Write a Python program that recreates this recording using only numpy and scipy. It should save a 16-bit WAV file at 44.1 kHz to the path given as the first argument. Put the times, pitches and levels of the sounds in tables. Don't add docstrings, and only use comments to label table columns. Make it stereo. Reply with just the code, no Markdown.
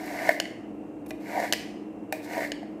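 import sys
import numpy as np
from scipy import signal
from scipy.fft import rfft, irfft
from scipy.io import wavfile

SR = 44100
rng = np.random.default_rng(int(sys.argv[2]) if len(sys.argv) > 2 else 0)


def digitize_waveform(pressure):
    field = np.atleast_2d(pressure).T
    bounded = np.clip(field, -1, 1)
    quanta = np.round(bounded * 32767).astype(np.int16)
    wavfile.write(sys.argv[1], SR, quanta)


N = 123479


def amp(db):
    return 10 ** (np.asarray(db) / 20)


def unit(x):
    return x / np.sqrt(np.mean(x ** 2))


def pan(left_minus_right_db):
    return amp(np.array([[left_minus_right_db], [-left_minus_right_db]]) / 2)


def spread(three, apart):
    apart = np.clip(apart, 0, 1)
    return np.sqrt(1 - apart) * three[0] + np.sqrt(apart) * three[1:]


def add(out, start_s, sound):
    i = max(int(start_s * SR), 0)
    out[:, i:i + sound.shape[1]] += sound[:, :N - i]


def colour(x, points):
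    hz, db = np.array(points, float).T
    octave = np.log2(np.maximum(np.arange(4097) * SR / 8192, 1))
    below = np.maximum(np.log2(hz[0]) - octave, 0)
    above = np.maximum(octave - np.log2(hz[-1]), 0)
    response_db = np.interp(octave, np.log2(hz), db) - 30 * (below + above)
    cepstrum = irfft(np.log(amp(np.maximum(response_db, -100))))
    cepstrum[1:4096] *= 2
    cepstrum[4097:] = 0
    impulse = irfft(np.exp(rfft(cepstrum)))
    impulse = impulse[None] / np.linalg.norm(impulse)
    return signal.fftconvolve(x, impulse, axes=1)[:, :x.shape[1]]


def decay(t, t60_s):
    return np.exp(-np.log(1000) * t / t60_s)


PORT_LAG_S, RING_RISE_S = 0.00004, 0.00045


def ring(hz, db, t60_s, rise_s=RING_RISE_S, delay_s=0):
    t = np.maximum(np.arange(SR // 3) / SR - delay_s - np.array([[0], [PORT_LAG_S]]), 0)
    return amp(db) * np.sin(2 * np.pi * hz * t) * decay(t, t60_s) * (1 - np.exp(-t / rise_s))


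CRACK_RISE_S = 0.0006


def crack(points, t60_s, apart):
    t = np.arange(SR // 8) / SR
    env = decay(t, t60_s) * (1 - np.exp(-(t / CRACK_RISE_S) ** 2))
    return colour(spread(rng.standard_normal((3, len(t))), apart) * env, points)


def grains(rate_per_s, scatter_db, apart):
    size = amp(scatter_db * np.clip(rng.standard_normal((3, N)), -2, 2))
    sign = rng.choice([-1, 1], (3, N))
    struck = rng.random((3, N)) < rate_per_s / SR
    return unit(spread(size * sign * struck, apart))


# f/Hz, level/dB, full width at half amplitude/Hz
HUM_LINES = [(105, -63.5, 6), (211.2, -49.5, 3.7), (292.4, -44, 6.5), (314.6, -45, 9.9), (462, -56, 4)]
# f/Hz, relative level/dB
AIR_COLOUR = [(36, -37), (52, -21), (78, -32), (100, -21), (150, -20.5), (185, -12), (260, -11), (330, -8),
              (400, -13), (520, -15.5), (700, -18), (1000, -25.5), (1500, -35.5), (2300, -38), (2800, -39),
              (3400, -51), (4500, -55.5), (8000, -53), (10000, -58), (16000, -62.5)]
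AIR_DB = -41.5
HUM_STEADINESS = 0.38
WHINE_HZ, WHINE_PEAK_DB = 2730, -69.5


def appliance():
    f = np.arange(N // 2 + 1) * SR / N
    hum = amp(WHINE_PEAK_DB) * np.sin(2 * np.pi * WHINE_HZ * np.arange(N) / SR)
    for hz, db, width_hz in HUM_LINES:
        band = 1 + ((f - hz) / (width_hz / 2)) ** 4
        line = irfft(rfft(rng.standard_normal((3, N))) / band, N)
        envelope = np.abs(signal.hilbert(line)) + 1e-12
        line = line / envelope ** HUM_STEADINESS
        hum = hum + amp(db) * unit(spread(line, apart=0.065))
    air_apart = 0.063 + 1.24 / (1 + (650 / (f + 1)) ** 4)
    air = irfft(spread(rfft(rng.standard_normal((3, N))), air_apart), N)
    return (hum + amp(AIR_DB) * colour(air, AIR_COLOUR)) * pan(1.5)


# f/Hz, t60/s, level/dB
ROOM_BANDS = [(300, 0.13, -0.5), (710, 1, -8.5), (1545, 0.67, -9.5), (2280, 0.67, -5), (4180, 0.53, -8.5),
              (6600, 0.6, -14.5), (8500, 0.51, -9.5), (12500, 0.36, -11.5), (15700, 0.35, -12)]
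ROOM_BUILD_S = 0.0097
EARLY_T60_S, EARLY_DB = 0.017, -10.5


def kitchen(x):
    t = np.arange(SR) / SR
    hz, t60_s, db = np.array(ROOM_BANDS).T
    noise = rfft(rng.standard_normal((2, SR)))
    log_f = np.log(np.arange(SR // 2 + 1) + 1)
    early = t * decay(t, EARLY_T60_S)
    early = early / np.linalg.norm(early)
    tail = amp(EARLY_DB) * spread(rng.standard_normal((3, SR)), apart=0.7) * early
    for k, share in enumerate(np.eye(len(hz))):
        env = decay(t, t60_s[k]) * (1 - np.exp(-(t / ROOM_BUILD_S) ** 2))
        band = irfft(noise * np.interp(log_f, np.log(hz), share), SR)
        tail = tail + band * amp(db[k]) * env / np.linalg.norm(env)
    return signal.fftconvolve(x, tail, axes=1)[:, :N]


# t/s, length/s, envelope peak/dB
BURSTS = [(0.059, 0.0044, -46), (1.06, 0.011, -50.5), (1.078, 0.038, -52)]


def faint_bursts():
    t = np.arange(N) / SR
    env = sum(amp(db) * np.sin(np.pi * np.clip((t - start_s) / length_s, 0, 1))
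              for start_s, length_s, db in BURSTS)
    noise = env * grains(3290, scatter_db=5, apart=0.9)
    return colour(noise, [(2000, -5.0), (6000, -3.5), (9000, -2), (12000, 5.0), (15500, -6.5)])


# f/Hz, level/dB, t60/s
RIM_MODE = (2005, -14, 0.022)


def blows(rows, modes, crack_colour, crack_t60_s):
    rings, cracks = np.zeros((2, N)), np.zeros((2, N))
    body = sum(ring(*mode) for mode in modes)
    for start_s, db, crack_db, top_hz, rim_db in rows:
        add(rings, start_s, amp(db) * (body + amp(rim_db) * ring(*RIM_MODE)))
        soften = signal.butter(2, min(top_hz, SR / 2 - 1), fs=SR, output="sos")
        noise = signal.sosfilt(soften, crack(crack_colour, crack_t60_s, apart=0.94))
        add(cracks, start_s - CRACK_RISE_S / 2, amp(crack_db) * noise)
    return rings, cracks


# t/s, ring gain/dB, crack gain/dB, crack top f/Hz, rim mode gain/dB
TAPS = [(1.0622, -47, -54, 16000, -12), (1.1072, -29, -28, 12840, 16), (2.1246, -22, -15, 15900, -6)]
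# f/Hz, level/dB, t60/s
TAP_MODES = [(631, -6, 0.2), (752, -6.5, 0.082), (1736, -2, 0.017), (2440, -6.5, 0.058), (2560, -7, 0.0087),
             (3790, -8, 0.019), (4160, -6.5, 0.011), (5700, -6, 0.011), (6170, -6.5, 0.0085),
             (8830, -15, 0.015)]
# f/Hz, relative level/dB
TAP_CRACK_COLOUR = [(500, 7), (1300, -1.5), (2400, 7.5), (3400, -17), (5000, -8.5), (6000, -5.5),
                    (9500, -12.5), (12000, -13.5), (15500, -7.5)]


def taps():
    return blows(TAPS, TAP_MODES, TAP_CRACK_COLOUR, crack_t60_s=0.016)


# t/s, ring gain/dB, crack gain/dB, crack top f/Hz, rim mode gain/dB
CLICKS = [(.4002, -10.5, -12.5, 11300, -4), (.4545, -28.5, -43, 6000, 17.5),
          (1.5247, -10, -6.5, 12000, -10), (1.5336, -13.5, -10, 14900, 12), (2.5186, -16.5, -19, 7520, -4)]
# f/Hz, level/dB, t60/s
CLICK_MODES = [(608, -6, 0.018), (1671, -7, 0.021), (2930, -1.5, 0.012), (4480, 1.5, 0.0044),
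               (5060, -2.5, 0.005), (6470, -1.5, 0.0037)]
# f/Hz, relative level/dB
CLICK_CRACK_COLOUR = [(400, -8), (1200, -7.5), (2300, 4.5), (3000, -2), (3750, -8.5), (4300, -0.5),
                      (5400, 0.5), (6800, -2), (10000, -10.5), (12800, -6), (15500, -12)]


def clicks():
    return blows(CLICKS, CLICK_MODES, CLICK_CRACK_COLOUR, crack_t60_s=0.012)


# t/s, knock gain/dB, lower resonance f/Hz, upper re lower/dB, crack gain/dB
SNAPS = [(.2904, 5, 649, 2, -19), (.3035, -15.5, 610, 9, -44), (.3185, -30, 655, 5, -38),
         (1.375, -2.5, 740, -32, -50), (1.3928, -9, 650, -3.5, -48), (1.3998, -4.5, 618, -8, -29.5),
         (1.4255, -5.5, 666, -10, -49.5), (1.4415, -9, 660, -7.5, -44), (2.378, -4.5, 629, -14, -33),
         (2.392, -11.5, 613, -1.5, -41), (2.4055, -13, 620, 1.5, -43.5), (2.4198, -10.5, 610, -4, -43),
         (2.4295, -19, 700, 6, -47), (2.4472, -15.5, 630, 6, -37), (2.461, -21.5, 660, 6, -44),
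         (2.6285, -17.5, 704, -11.5, -52.5)]
# multiple of lower resonance, level/dB, t60/s, rise/s, delay/s
SNAP_LOW_MODES = [(0.999, 5, 0.016, 0.0065, 0), (1.52, -22, 0.043, 0.0087, 0)]
# f/Hz, level/dB, t60/s, rise/s, delay/s
SNAP_HIGH_MODES = [(1808, 4, 0.0066, 0.0027, 0.001742), (2131, -12, 0.016, 0.0025, 0.001465)]


def snaps():
    out = np.zeros((2, N))
    high = sum(ring(*mode) for mode in SNAP_HIGH_MODES)
    for start_s, db, low_hz, upper_db, crack_db in SNAPS:
        low = sum(ring(low_hz * ratio, *shape) for ratio, *shape in SNAP_LOW_MODES)
        add(out, start_s, amp(db) * (low + amp(upper_db) * high))
        add(out, start_s, amp(crack_db) * crack(HISS_COLOUR, t60_s=0.012, apart=0.97))
    return out


MEDIAN_SLIPS_PER_S, SLIP_GAP_LOG_SD, SLIP_DECAY_S = 66, 0.37, 0.0033
SLIP_DB, SLIP_SCATTER_DB = 1.5, 2.5


def judder():
    gaps, sizes = rng.standard_normal(size=(600, 2)).T
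    starts_s = np.cumsum(np.exp(SLIP_GAP_LOG_SD * gaps)) / MEDIAN_SLIPS_PER_S
    t = np.arange(N) / SR + starts_s[0]
    slip = np.searchsorted(starts_s, t, side="right") - 1
    surge = amp(SLIP_DB + SLIP_SCATTER_DB * sizes[slip])
    return unit(1 + surge * np.exp(-(t - starts_s[slip]) / SLIP_DECAY_S))


# t/s, then crunch, rasp, hiss envelope/dB before trims
STROKES = [
    [(0, -44.5, -47, -49.5), (.08, -40, -43.5, -47), (.13, -41, -41, -45), (.21, -36.5, -37, -44.5),
     (.28, -31.5, -34, -39), (.32, -45, -34.5, -41.5), (.36, -72, -67, -50), (.395, -59, -49, -55)],
    [(1.2, -51, -60, -59), (1.25, -55, -51, -56), (1.29, -41.5, -43, -48), (1.35, -32.5, -39, -45),
     (1.4, -30.5, -39.5, -43), (1.45, -37.5, -36.5, -41), (1.49, -43, -43.5, -47), (1.52, -45, -66, -53.5)],
    [(2.135, -51, -50, -47), (2.17, -55, -60, -53), (2.21, -59, -73, -63), (2.245, -50, -56, -46.5),
     (2.27, -48, -49, -53), (2.33, -39.5, -39, -44), (2.385, -29.5, -39.5, -43), (2.445, -51, -36.5, -43),
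     (2.475, -79, -56, -49), (2.51, -69, -64, -56)],
]
# f/Hz, relative level/dB
CRUNCH_COLOUR = [(300, -19.5), (450, -12.5), (610, -3), (740, -1), (850, -15.5), (950, -4), (1100, -30),
                 (1300, -36)]
RASP_COLOUR = [(1200, -8), (1450, -7), (1750, -2), (2000, -2.5), (2300, -5.5), (2600, -19), (2900, -16),
               (3300, -39)]
HISS_COLOUR = [(1500, -25), (3300, -1), (4450, 2.5), (6000, -1), (8000, -2), (9800, -8.5), (11400, -2.5),
               (15000, -8)]
CRACKS_PER_S, FIBRES_PER_S, CELLS_PER_S = 450, 1400, 14000
CRACKLES_PER_S, CRACKLE_DB = 130, -14.5
CRUNCH_TRIM_DB, RASP_TRIM_DB, HISS_TRIM_DB = 0.5, 2.14, -2.27


def stroke_envelope(column):
    t = np.arange(N) / SR
    strokes = [np.array(stroke) for stroke in STROKES]
    return sum(amp(np.interp(t, s[:, 0], s[:, column], left=-120, right=-120)) for s in strokes)


def slicing():
    slips = judder()
    cracks = unit(np.sqrt(slips)) * grains(CRACKS_PER_S, scatter_db=0, apart=0.033)
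    crunch = colour(stroke_envelope(1) * cracks, CRUNCH_COLOUR) * pan(0.5)
    fibres = slips * grains(FIBRES_PER_S, scatter_db=2, apart=0.74)
    rasp = colour(stroke_envelope(2) * fibres, RASP_COLOUR)
    cells = grains(CELLS_PER_S, scatter_db=5.5, apart=1.0)
    crackles = slips * grains(CRACKLES_PER_S, scatter_db=8.5, apart=0.55)
    hiss = colour(stroke_envelope(3) * (cells + amp(CRACKLE_DB) * crackles), HISS_COLOUR)
    return amp(CRUNCH_TRIM_DB) * crunch + amp(RASP_TRIM_DB) * rasp + amp(HISS_TRIM_DB) * hiss


PLATE_GAP_HZ, PLATE_GAP_WIDTH_HZ = 1297, 294
BASS_CUT_HZ = 220


def scene():
    click_rings, click_cracks = clicks()
    tap_rings, tap_cracks = taps()
    # sound, left minus right/dB, reverberation send/dB
    sounds = [
        (slicing() + faint_bursts(), 2.6, 0),
        (snaps(), 3.7, 0.82),
        (click_rings, 3, -1.5),
        (tap_rings, 0, -0.63),
        (click_cracks + tap_cracks, 1.4, 0.56),
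    ]
    near = sum(x * pan(left_db) for x, left_db, _ in sounds)
    sent = sum(x * amp(room_db) for x, _, room_db in sounds)
    knife = near + kitchen(sent) * pan(0.5)
    gap = signal.iirnotch(PLATE_GAP_HZ, PLATE_GAP_HZ / PLATE_GAP_WIDTH_HZ, fs=SR)
    knife = signal.lfilter(*gap, knife)
    bass_cut = signal.butter(2, BASS_CUT_HZ, "high", fs=SR, output="sos")
    return signal.sosfilt(bass_cut, knife) + appliance()


TOP_HZ = 15500


def record(dry):
    rounded = dry / (1 + dry ** 8) ** (1 / 8)
    top_cut = signal.ellip(10, 0.2, 80, TOP_HZ, fs=SR, output="sos")
    return signal.sosfilt(top_cut, rounded)


dry = scene()
out = record(dry)
digitize_waveform(out)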